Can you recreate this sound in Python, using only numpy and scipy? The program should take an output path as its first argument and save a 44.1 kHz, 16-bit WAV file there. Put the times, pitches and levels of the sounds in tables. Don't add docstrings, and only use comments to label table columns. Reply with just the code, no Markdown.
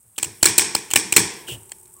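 import sys
import numpy as np
from scipy import signal
from scipy.fft import rfft, irfft
from scipy.io import wavfile
from scipy.ndimage import uniform_filter1d

SR = 44100
rng = np.random.default_rng(int(sys.argv[2]) if len(sys.argv) > 2 else 0)


def unload_wav(signal):
    wavfile.write(
        sys.argv[1],
        SR,
        np.round(np.clip(np.atleast_2d(signal).T, -1, 1) * 32767).astype(np.int16),
    )


def magnitude_from_level(level_db):
    exponent = np.asarray(level_db, float) / 20
    return 10 ** exponent


N = 88200

# [f/Hz, density/dB per Hz]
AIR_SPECTRUM = [(40, 8.5), (110, 4.5), (300, -11.5), (1000, -12.5), (4000, -24.5), (6500, -25),
                (10000, -10.5), (16000, -15)]
# [t/s, level/dB]
AIR_LEVEL = [(0, -66.5), (.3, -57), (1.5, -56), (2, -59.5)]
# [f/Hz, width/Hz, level/dB]
DRONE_MODES = [(373, 60, 2), (890, 97, 0.5), (1100, 80, -7)]
# [t/s, level/dB]
DRONE_LEVEL = [(1.0, -90), (1.5, -59.5), (2, -70)]
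# [t/s, level/dB, f/Hz]
KNOCKS = [
    (1.40, -53, 925),
    (1.57, -53.5, 904),
    (1.675, -53, 886),
    (1.775, -54.5, 880),
    (1.872, -58.5, 890),
    (1.95, -49.5, 1100),
]
# [delay t/s, level/dB]
SLAPS = [(0.0137, -11.5), (0.0178, -23), (.029, -25), (.038, -20)]
# [f/Hz, level/dB]
SLAP_COLOUR = [(300, -1), (2400, 0), (5000, -2.5), (8500, -1), (12000, -3.5)]
# [f/Hz, t60/s]
TAIL_DECAY = [(80, 1.0), (210, 0.27), (560, 0.96), (1470, 0.69), (3880, 0.56), (7000, 0.44), (10200, 0.32),
              (15000, 0.11)]
# [f/Hz, level/dB]
TAIL_COLOUR = [(60, 5.5), (200, 6.5), (440, 0), (600, -2.5), (1000, -3), (3500, -3), (6000, 1), (12000, -1)]
# [t/s, level/dB]
BOOMS = [
    (.03, -63),
    (0.247, -42.5),
    (0.457, -38.5),
    (0.589, -46),
    (0.754, -81),
    (0.958, -38),
    (1.165, -31),
    (1.502, -36.5),
]
# [start t/s, length t/s, level/dB, edge ring f/Hz, wall level/dB]
DRAGS = [
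    (0.16, 0.012, -49.5, 3180, -37),
    (0.404, 0.027, -55, 2974, -3),
    (0.901, .03, -39.5, 2900, -27.5),
    (1.468, .10, -33.5, 2940, -12),
]
# [t/s, strength level/dB, length t/s, loudest blade ring f/Hz, blade and wall level/dB]
BREAKS = [(.1800, -24.5, 0.009, 2940, 8), (.1840, -17.5, 0.0074, 3120, 1),
          (0.229, -14.5, 0.0049, 3110, 5.5), (0.242, -23, 0.011, 2760, 1.5),
          (0.373, -37, 0.0015, 6460, -12), (.4290, 1, 0.006, 4444, 2), (0.4557, 1.5, 0.0064, 5516, -1),
          (0.4612, 3.5, 0.0015, 4200, -1), (0.5804, 4, .008, 4200, -0.5), (0.7499, -6.5, 0.0051, 4230, 3.5),
          (0.9047, -22, 0.0025, 3050, 3), (0.912, -23, 0.011, 2670, 3.5), (0.9361, -11, 0.0036, 3150, 8),
          (0.9586, 0, 0.0084, 2610, 3.5), (1.1239, -6.5, 0.0062, 2570, 3.5), (1.1637, 5, 0.0066, 2560, 4),
          (1.1684, 1, 0.0048, 4100, -1.5), (1.483, -33, 0.0032, 1550, 12), (1.489, -29, 0.0037, 3000, 3.5),
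          (1.6966, -34, 0.00077, 5120, -13.5), (1.7185, -36, .005, 1844, 12),
          (1.8566, -41, 0.0018, 2580, -9)]
# [f/Hz, level/dB]
GRIT_COLOUR = [(150, -37.5), (600, -29.5), (2000, -10.5), (6000, -8.5), (10000, -9.5), (13000, -13),
               (16000, 2)]
# [f/Hz, width/Hz, level/dB]
BLADE_MODES = [(801, 580, -6.5), (1690, 190, -8.5), (2556, 160, -4.5), (3150, 110, -9), (4200, 127, -8),
               (5462, 125, -7), (7170, 1000, -1.5)]
# [f/Hz, width/Hz, level/dB]
WALL_MODES = [(98.2, 27, -7), (200.7, 31, -12), (353, 66, 1)]
# [f/Hz, width/Hz, level/dB]
SHEET_LOW = [(185, 71, -29.5), (328, 49, -24), (443.4, 67, -26.5)]
# [f/Hz, width/Hz, level/dB]
SHEET_HIGH = [(900, 250, -21), (1150, 200, -22), (1700, 400, -20), (2420, 220, -13), (3400, 500, -22),
              (5500, 400, -12)]


def read(points, x, warp=np.log1p):
    at, value = np.transpose(points)
    return np.interp(warp(x), warp(at), value)


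def evened(x):
    return x / np.sqrt(np.mean(x ** 2) + 1e-20)


def add(mix, s, sound):
    part = mix[round(s * SR):][:len(sound)]
    part += sound[:len(part)]


def resonate(x, hz, width):
    r = np.exp(-np.pi * width / SR)
    pole = r * np.exp(2j * np.pi * hz / SR)
    return 2 * signal.lfilter([1 - r], [1, -pole], x).real


def colour(x, points):
    gain = magnitude_from_level(read(points, np.fft.rfftfreq(len(x), 1 / SR)))
    return irfft(rfft(x) * gain, len(x))


def clicks(draws, per_s, spread_db):
    happens = draws[0] < per_s / SR
    size = magnitude_from_level(-spread_db * np.log(np.clip(draws[1], .01, 1)))
    return happens * size * np.sign(draws[2] - .5)


def modes(x, table, bends=1, luck_db=0):
    hz, width, db = np.transpose(table)
    out = 0
    for k, (f, w, level_db) in enumerate(zip(hz * bends, width, db + luck_db)):
        equal_energy = np.sqrt(SR / w / 4)
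        out = out + (-1) ** k * magnitude_from_level(level_db) * resonate(x, f, w) * equal_energy
    return out


def dust():
    clumps = evened(uniform_filter1d(rng.standard_normal(N), size=250))
    grains = clicks(rng.random((3, N)), per_s=3500, spread_db=2.2) * magnitude_from_level(3 * clumps)
    high_pass = signal.butter(4, 7500, "high", fs=SR, output="sos")
    return evened(signal.sosfilt(high_pass, grains))


def drone():
    level_db = read(DRONE_LEVEL, np.arange(N) / SR, warp=np.asarray)
    hum = modes(modes(rng.standard_normal(N), DRONE_MODES), DRONE_MODES)
    return magnitude_from_level(level_db) * evened(hum)


def air():
    hush = evened(colour(rng.standard_normal(N), AIR_SPECTRUM))
    level_db = read(AIR_LEVEL, np.arange(N) / SR, warp=np.asarray)
    return magnitude_from_level(level_db) * (hush + dust()) + drone()


def knocks():
    length_s, width_hz = .07, 80
    out, t = np.zeros(N), np.arange(0, length_s, 1 / SR)
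    noises = rng.standard_normal((len(KNOCKS), 8192))
    for (s, db, hz), noise in zip(KNOCKS, noises):
        ring = resonate(resonate(noise, hz, width_hz), hz, width_hz)
        ring = evened(ring[2048:][:len(t)])
        add(out, s, magnitude_from_level(db - 11) * np.sin(np.pi * t / length_s) * ring)
    return out


def room(x):
    tail_db, build_s = -9.5, 0.0069
    hz, t, z = signal.stft(rng.standard_normal(SR), SR, nperseg=256)
    fade = magnitude_from_level(-60 * t / read(TAIL_DECAY, hz)[:, None])
    tail = signal.istft(z * fade, SR, nperseg=256)[1][:SR]
    build = 1 - np.exp(-(np.arange(SR) / SR / build_s) ** 2)
    tail = colour(tail * build, TAIL_COLOUR)
    return signal.fftconvolve(x, magnitude_from_level(tail_db) * tail / np.linalg.norm(tail))[:N]


def slaps(x):
    scatter_s = .0016
    t = np.arange(256) / SR
    taps = np.zeros(4096)
    smears = rng.standard_normal((len(SLAPS), 256)) * t * np.exp(-t / scatter_s * 2)
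    for (s, db), smear in zip(SLAPS, smears):
        add(taps, s, magnitude_from_level(db) * smear / np.linalg.norm(smear))
    return signal.oaconvolve(x, colour(taps, SLAP_COLOUR))[:N]


def booms():
    from_hz, panel_hz, width_hz = 198.3, 100.3, 28
    glide_s, rise_s, t60_s = .02, 0.024, 0.23
    out, t = np.zeros(N), np.arange(SR // 3) / SR
    pitch = panel_hz + (from_hz - panel_hz) * np.exp(-t / glide_s)
    tone = np.sin(2 * np.pi * np.cumsum(pitch) / SR)
    swell = 1 - np.exp(-(t / rise_s) ** 2)
    for (s, db), noise in zip(BOOMS, rng.standard_normal((len(BOOMS), len(t)))):
        fuzz = evened(resonate(noise, panel_hz * 0.79, width_hz * 3))
        add(out, s, magnitude_from_level(db + 7 - 60 * t / t60_s) * swell * (tone + 0.81 * fuzz))
    return out


def drags():
    ring_db, ring_width_hz, peak_at = -4.5, 660, 0.39
    out = np.zeros(N)
    draws = rng.random((len(DRAGS), 3, 8192))
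    for (s, length, db, hz, wall_db), d in zip(DRAGS, draws):
        u = np.clip(np.arange(8192) / SR / length, 0, 1)
        swell = np.sin(np.pi * u ** (np.log(.5) / np.log(peak_at)))
        grit = evened(clicks(d, per_s=9000, spread_db=1.2))
        edge = evened(resonate(resonate(grit, hz, ring_width_hz), hz, ring_width_hz))
        body = 0.69 * evened(colour(grit, GRIT_COLOUR)) + magnitude_from_level(ring_db) * edge
        body = body + magnitude_from_level(wall_db) * evened(modes(grit, WALL_MODES))
        add(out, s, magnitude_from_level(db) * body * swell)
    return out


def breaks():
    lead_s, rise_s, fall_s, sag_db = .001, 0.00074, 0.0004, -12.5
    blade_level_db, bend, luck_db, ring_late = -16.5, .02, 4.5, 0.44
    loud_width_hz, loud_db = 355, -14
    wall_level_db, wall_push = -22, 0.7
    near, far = np.zeros(N), np.zeros((3, N))
    t = np.arange(4096) / SR - lead_s
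    draws = rng.random((len(BREAKS), 3, len(t)))
    luck = rng.standard_normal((len(BREAKS), 2, len(BLADE_MODES)))
    for k, ((s, db, length, ring_hz, shake_db), d, l) in enumerate(zip(BREAKS, draws, luck)):
        edges = np.exp(np.minimum(t, 0) / rise_s * 3 - np.maximum(t - length, 0) / fall_s)
        shape = edges * magnitude_from_level(sag_db * np.clip(t / length, 0, 1))
        cracks = evened(clicks(d, per_s=12000, spread_db=5)) * shape
        blow = np.linalg.norm(shape) * (np.arange(len(t)) == round(lead_s * SR))
        late = np.roll(blow, round(ring_late * length * SR))

        rings = modes(0.9 * cracks + .5 * late, BLADE_MODES, 1 + bend * l[0], luck_db * l[1])
        loud_drive = .3 * cracks + resonate(late, ring_hz, loud_width_hz * 2)
        loud_ring = modes(loud_drive, [(ring_hz, loud_width_hz, loud_db)])
        blade = magnitude_from_level(shake_db) * (magnitude_from_level(blade_level_db) * rings + loud_ring)
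        wall = magnitude_from_level(wall_level_db + shake_db) * modes(blow * wall_push, WALL_MODES)
        add(near, s - lead_s, magnitude_from_level(db) * (colour(cracks, GRIT_COLOUR) + blade + wall))

        sheet = modes(blow, SHEET_HIGH) + magnitude_from_level(shake_db) * modes(blow, SHEET_LOW)
        add(far[k % 3], s - lead_s, magnitude_from_level(db) * (colour(blow, GRIT_COLOUR) + sheet))
    return near, far


def scene():
    near, far = breaks()
    soft = drags() + knocks()
    tails = sum(room(part) for part in far)
    soft_tail = magnitude_from_level(-12) * room(soft)
    echoes = slaps(far.sum(axis=0))
    return (near + soft + tails + soft_tail + echoes + booms() + air())[None]


def roll_off(x):
    return signal.sosfilt(signal.butter(12, 16640, fs=SR, output="sos"), x)


def record(dry):
    port = magnitude_from_level(16) * resonate(dry[0], hz=8250, width=535)
    shoulder = magnitude_from_level(2) * resonate(dry[0], hz=8700, width=2000)
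    x = dry[0] + port + shoulder
    x = signal.sosfilt(signal.butter(3, 75, "high", fs=SR, output="sos"), x)
    ceiling = magnitude_from_level(-0.26)
    x = x / (1 + abs(x / ceiling) ** 6) ** (1 / 6)
    treble_limit = signal.firwin(255, 15900, window=("kaiser", 6), fs=SR)
    x = signal.oaconvolve(x, treble_limit, "same")
    mix = np.clip(x, -1, 1)[None]
    return roll_off(mix)


dry = scene()
out = record(dry)
unload_wav(out)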